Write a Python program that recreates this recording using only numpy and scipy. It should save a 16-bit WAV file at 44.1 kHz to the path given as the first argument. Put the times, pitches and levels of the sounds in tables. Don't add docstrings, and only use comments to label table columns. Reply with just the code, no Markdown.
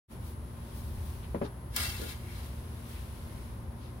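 import sys
import numpy as np
from scipy import signal
from scipy.fft import rfft, irfft, next_fast_len
from scipy.io import wavfile
from scipy.ndimage import map_coordinates

SR = 44100
rng = np.random.default_rng(int(sys.argv[2]) if len(sys.argv) > 2 else 0)


def file_out(sig):
    cols = np.atleast_2d(sig).T
    lim = np.clip(cols, -1, 1)
    pcm = np.round(lim * 32767).astype(np.int16)
    wavfile.write(sys.argv[1], SR, pcm)


N = 176400

# time in seconds, level in dB.
PULL_LEVEL = [(1.69, -58), (1.73, -57), (1.76, -42), (1.768, -31.5), (1.786, -36), (1.797, -34),
              (1.822, -34), (1.852, -35), (1.928, -42.5), (2.0, -45.5), (2.045, -42.5), (2.08, -43.5),
              (2.11, -44), (2.14, -51), (2.19, -59), (2.258, -65), (2.334, -54), (2.468, -57.5), (2.6, -91)]
# frequency in Hz, level in dB.
RASP_COLOUR = [(100, -13), (500, -5.5), (1300, -2.5), (2300, 1), (4000, -0.5), (5000, -1), (6200, -7.5),
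               (7100, -5.5), (8000, -6), (11500, -2.5), (13000, -6), (15500, -8.5)]
# centre in Hz, width in Hz, depth in dB.
RASP_NOTCHES = [(1810, 55, 12), (2490, 70, 14), (2970, 40, 6), (7460, 130, 7)]
def blade_scrape(deep_s=1.76, free_s=2.3, contact_fade_s=0.04):
    t = clock()
    freedom = np.clip((t - deep_s) / (free_s - deep_s), 0, 1)
    inside_pull_s = np.minimum(t - PULL_LEVEL[0][0], PULL_LEVEL[-1][0] - t)
    contact = np.clip(inside_pull_s / contact_fade_s, 0, 1)
    slips = grains(per_s=19000) * amp(3 * rng.standard_normal((2, N)))
    slips = engine_bay(slips)
    chatter_db = 0.8 * wobble(per_s=130)
    judder_db = freedom * 1.3 * wobble(per_s=55)
    notch_db = lambda f: sum(db * np.exp(-((f - hz) / width) ** 2) for hz, width, db in RASP_NOTCHES)
    rasp = amp(-1) * unit(filtered(slips, lambda f: amp(along(RASP_COLOUR, f) - notch_db(f))))
    ring = amp(-16.5) * blade_ring(slips)
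    return contact * amp(curve(PULL_LEVEL) + chatter_db + judder_db) * (rasp + ring)


# pitch in Hz, level in dB, peak time in seconds,
# half length of the glide's core in seconds, glide in Hz per second.
BLADE_MODES = [(1403, -5, 1.78, .03, -500), (1427, -1.5, 2.2, .06, 1), (1640, -4, 2.2, .07, 0),
               (1700, 4.5, 2.5, 0.074, -1), (2040, 3, 1.82, .05, -1200), (2100, 3, 2.1, .08, 0),
               (2250, 0.5, 1.775, .025, -1500), (2296, 0, 2.2, 0.045, -7), (2724, 2.5, 1.9, 0.069, -150),
               (3120, 4, 2.2, 0.052, -2), (3250, -5, 2.2, 0.032, 1), (4060, 2, 2.03, .06, -500),
               (4820, 5, 1.83, 0.045, -3500), (5440, 2, 1.9, .03, -2500), (8130, 4, 1.81, 0.02, 7)]
def blade_ring(slips, q=60, rest_db=-8):
    out = np.zeros((2, N))
    for hz, db, peak_s, half, glide in BLADE_MODES:
        ring = unit(filtered(slips, lambda f: resonance(f, hz, hz / q)))
        speed = 1 + glide / hz * np.clip(clock() - peak_s, -2 * half, 2 * half)
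        position = (np.cumsum(speed) - speed[:round(peak_s * SR)].sum() + peak_s * SR) % N
        gliding = np.array([np.interp(position, np.arange(N), side) for side in ring])
        swell_db = rest_db * (1 - swell(peak_s, 2 * half))
        out += gliding * amp(db + swell_db + 1.6 * wobble(per_s=22))
    return out


# start in seconds, level in dB, time to fall 60 dB in seconds.
PLUG_SNAPS = [(1.7629, -23.5, 0.033), (1.764, -28, 0.023)]
# frequency in Hz, level in dB.
SNAP_COLOUR = [(300, -25), (1500, -22), (4000, -6), (7400, 0), (8500, -3), (13000, 1.5), (15500, 2)]
def plug_snap():
    burst = unit(np.tanh(noise(SNAP_COLOUR) / 1.5))
    return burst * sum(amp(db) * decay(clock() - start, t60) for start, db, t60 in PLUG_SNAPS)


# start in seconds, level in dB, contact time in seconds.
HANDLE_BUMPS = [(1.3454, -24, 0.00095), (1.3545, -27, 0.004), (1.4146, -24.3, 0.0009),
                (1.4196, -24.5, 0.0019), (1.444, -26, 0.0025)]
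# pitch in Hz, level in dB, time to fall 60 dB in seconds.
HANDLE_MODES = [(182, -8, 0.17), (236, -3.5, 0.087), (341, -12.5, 0.096), (398.6, -10.5, 0.2),
                (435, -10, 0.13), (493, -0.5, 0.06), (559, -3.5, 0.1), (787, -19, 0.063), (860, -30, 0.037),
                (996, -10, 0.067), (1280, -23, 0.045), (1500, -23, 0.041)]
# frequency in Hz, level in dB.
THUD_COLOUR = [(60, -10), (200, 2.5), (500, -1), (1000, -1), (2000, -4), (4000, -10), (9000, -12)]
def handle_knocks(push_hz=464, right_lag_s=.00035):
    out, size = np.zeros((2, N)), SR // 4
    t = np.maximum(np.arange(size) / SR - np.array([[0], [right_lag_s]]), 0)
    dull_noise = noise(THUD_COLOUR)
    for start, db, contact_s in HANDLE_BUMPS:
        span = slice(round(start * SR), round(start * SR) + size)
        ring = sum(amp(level + rng.normal(0, 1, (2, 1))) * np.sin(2 * np.pi * hz * t) * decay(t, t60)
                   for hz, level, t60 in HANDLE_MODES)
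        push = amp(4.5) * np.sin(2 * np.pi * push_hz * t) * decay(t, t60=0.0095)
        thud = amp(-2.5) * dull_noise[:, span] * decay(t, t60=.11)
        attack = 1 - np.exp(-(t / contact_s) ** 2)
        blow = np.zeros((2, N))
        blow[:, span] = (ring + push + thud) * attack
        out += amp(db) * filtered(blow, lambda hz: 1 / (1 + (hz * contact_s) ** 2))
    return out * amp([[0], [-1]])


# peak time in seconds, level in dB, half length in seconds,
# pitch in Hz.
BLADE_WIPES = [(2.297, -57, 0.06, 2190), (2.385, -64, 0.038, 4050), (3.373, -66, 0.1, 2120)]
def blade_wipes(width_hz=140):
    song = lambda hz: unit(filtered(rng.standard_normal((2, N)), lambda f: resonance(f, hz, width_hz)))
    return sum(amp(db) * swell(peak_s, half) * song(hz) for peak_s, db, half, hz in BLADE_WIPES)


# peak time in seconds, level in dB, half length in seconds, centre in Hz.
LIGHT_RUBS = [(1.249, -57, 0.015, 2400), (1.465, -51.5, 0.023, 1060), (1.456, -53.5, 0.014, 3550),
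              (1.775, -46, 0.0038, 2060), (2.036, -42.5, 0.028, 357), (2.97, -58.5, 0.021, 2200),
              (3.85, -62, 0.045, 3420)]
def light_rubs(width_octaves=.55):
    out = np.zeros((2, N))
    for peak_s, db, half, centre in LIGHT_RUBS:
        band = lambda hz: np.exp(-.5 * (np.log2((hz + 1) / centre) / width_octaves) ** 2)
        brush = unit(filtered(rng.standard_normal((2, N)), band))
        out += amp(db) * brush * swell(peak_s, half)
    return out


# peak time in seconds, level in dB, half length in seconds.
TOWEL_RUSTLES = [(.28, -55, 0.041), (.778, -54, .022), (.86, -57, 0.069), (1.085, -55.5, 0.074),
                 (2.905, -59, .025), (2.98, -63, .05)]
# frequency in Hz, level in dB.
PAPER_COLOUR = [(1500, -26), (4000, -2), (7400, -6), (9000, 0), (14000, 0), (15500, 2)]
def paper_towel():
    crinkles = engine_bay(grains(per_s=3500))
    paper = unit(filtered(crinkles, lambda hz: amp(along(PAPER_COLOUR, hz))))
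    return paper * sum(amp(db) * swell(peak_s, half) for peak_s, db, half in TOWEL_RUSTLES)


# time in seconds, level in dB.
MOVEMENT_LEVEL = [(.1, -56.5), (.2, -62), (.28, -57), (.36, -63), (.55, -61), (.72, -56.5), (.78, -57),
                  (.9, -58), (1.1, -56), (1.3, -59.5), (1.55, -63.5), (1.72, -63.5), (2.15, -57.5),
                  (2.45, -54.5), (2.65, -57.5), (2.83, -56.5), (2.92, -52.5), (3.08, -56.5), (3.42, -57),
                  (3.7, -64), (3.85, -62), (4, -62)]
# frequency in Hz, level in dB.
MOVEMENT_COLOUR = [(300, -14), (1500, 4.5), (3500, 3.5), (6000, -2), (7400, -5.5), (8500, -1), (15500, -3)]
def movement_hiss():
    return amp(curve(MOVEMENT_LEVEL)) * noise(MOVEMENT_COLOUR)


def engine_bay(x, t60=.07, wet_share=.3):
    t = np.arange(SR // 10) / SR
    tail = rng.standard_normal((2, len(t))) * decay(t, t60)
    wet = signal.fftconvolve(x, tail / np.linalg.norm(tail[0]), axes=1)[:, :N]
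    return np.sqrt(1 - wet_share) * x + np.sqrt(wet_share) * wet


# frequency in Hz, level in dB.
RUMBLE_COLOUR = [(20, -21), (40, -12), (54, -2), (78, 4), (100, -6.5), (140, -10.5), (200, -14.5),
                 (280, -18.5), (305, -21.5), (345, -16.5), (430, -23.5), (490, -25), (570, -22), (660, -27),
                 (1000, -26), (1300, -30.5), (2000, -38), (3500, -55), (7000, -69), (15000, -84)]
# time in seconds, gain in dB.
BASS_GAIN = [(.1, -3.5), (.22, 3), (.4, -3), (.75, -5), (.97, 5.5), (1.1, -0.5), (1.25, -1), (1.4, -0.5),
             (1.52, -12.5), (1.7, -3), (1.9, 3.5), (2.2, -4), (2.42, -0.5), (2.9, -5), (3.2, 2.5),
             (3.5, -1), (4, -5.5)]
def room_rumble(bass_hz=130):
    rumble = amp(-40.5) * noise(RUMBLE_COLOUR)
    bass = filtered(rumble, lambda hz: 1 / (1 + (hz / bass_hz) ** 4))
    heave = amp(curve(BASS_GAIN) + 0.95 * wobble(per_s=4.74))
    return rumble + bass * (heave - 1)


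# pitch in Hz, level in dB.
HUM_TONES = [(59.2, -50.5), (119, -50), (231.5, -55.5), (921, -70.5), (1039, -69.5)]
def hum():
    out = np.zeros(N)
    for hz, db in HUM_TONES:
        level = amp(db + wobble(per_s=4.053)) * np.sqrt(2)
        out += level * np.sin(2 * np.pi * hz * clock() + wobble(per_s=2.994))
    return out


# time in seconds, level in dB.
MIC_HISS_LEVEL = [(0, -62.5), (3.4, -62), (3.7, -65.5)]
# frequency in Hz, level in dB.
MIC_HISS_COLOUR = [(3000, -20), (7400, -71), (8200, -32.5), (9700, -10), (10500, 0.5), (11250, 2.5),
                   (11800, -27), (15500, -17)]
def microphone_hiss():
    return amp(curve(MIC_HISS_LEVEL)) * noise(MIC_HISS_COLOUR)


# frequency in Hz, left-right correlation from -1 to 1.
STEREO_LIKENESS = [(60, 1), (130, 0.9), (290, 0.83), (640, 0.36), (1400, -0.12), (3000, 0.039)]
def noise(colour):
    def mid_side_gains(hz):
        angle = np.arccos(np.clip(along(STEREO_LIKENESS, hz), -1, 1)) / 2
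        return amp(along(colour, hz)) * [np.cos(angle), np.sin(angle)]
    mid, side = filtered(rng.standard_normal((2, N)), mid_side_gains)
    return unit(np.array([mid + side, mid - side]))


def grains(per_s):
    return (rng.random((2, N)) < per_s / SR) * rng.standard_normal((2, N))


def amp(db):
    return 10 ** (np.asarray(db) / 20)


def unit(x):
    return x / np.sqrt(np.mean(x ** 2) + 1e-20)


def clock():
    return np.arange(N) / SR


def curve(rows):
    return np.interp(clock(), *np.transpose(rows))


def along(rows, hz):
    frequencies, values = np.transpose(rows)
    return np.interp(np.log(hz + 1), np.log(frequencies + 1), values)


def wobble(per_s):
    return map_coordinates(rng.standard_normal(int(N * per_s / SR) + 4), [clock() * per_s])


def swell(peak_s, half):
    return np.exp(-.5 * ((clock() - peak_s) / half) ** 2)


def decay(t, t60):
    return (t >= 0) * amp(-60 * np.maximum(t, 0) / t60)


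def resonance(f, centre, width):
    return 1j * f * width / (centre ** 2 - f * f + 1j * f * width)


def filtered(x, response):
    size = next_fast_len(N + SR // 2)
    return irfft(rfft(x, size) * response(np.fft.rfftfreq(size, 1 / SR)), size)[..., :N]


# frequency in Hz, left over right in dB.
LEFT_LEAN = [(100, 0.5), (400, 1), (2000, 1.9), (15000, 4)]
def scene():
    background = room_rumble() + hum() + movement_hiss() + microphone_hiss()
    dipstick = handle_knocks() + blade_scrape() + plug_snap()
    handling = light_rubs() + blade_wipes() + paper_towel()
    lean = lambda hz: amp(along(LEFT_LEAN, hz) * np.array([[.5], [-.5]]))
    return filtered(dipstick + handling + background, lean)


def record(dry, start_s=0.077, fade_s=0.041, top_hz=15800):
    fade = np.clip((clock() - start_s) / fade_s, 0, 1) ** 2
    return filtered(dry * fade, lambda hz: hz < top_hz)


dry = scene()
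out = record(dry)
file_out(out)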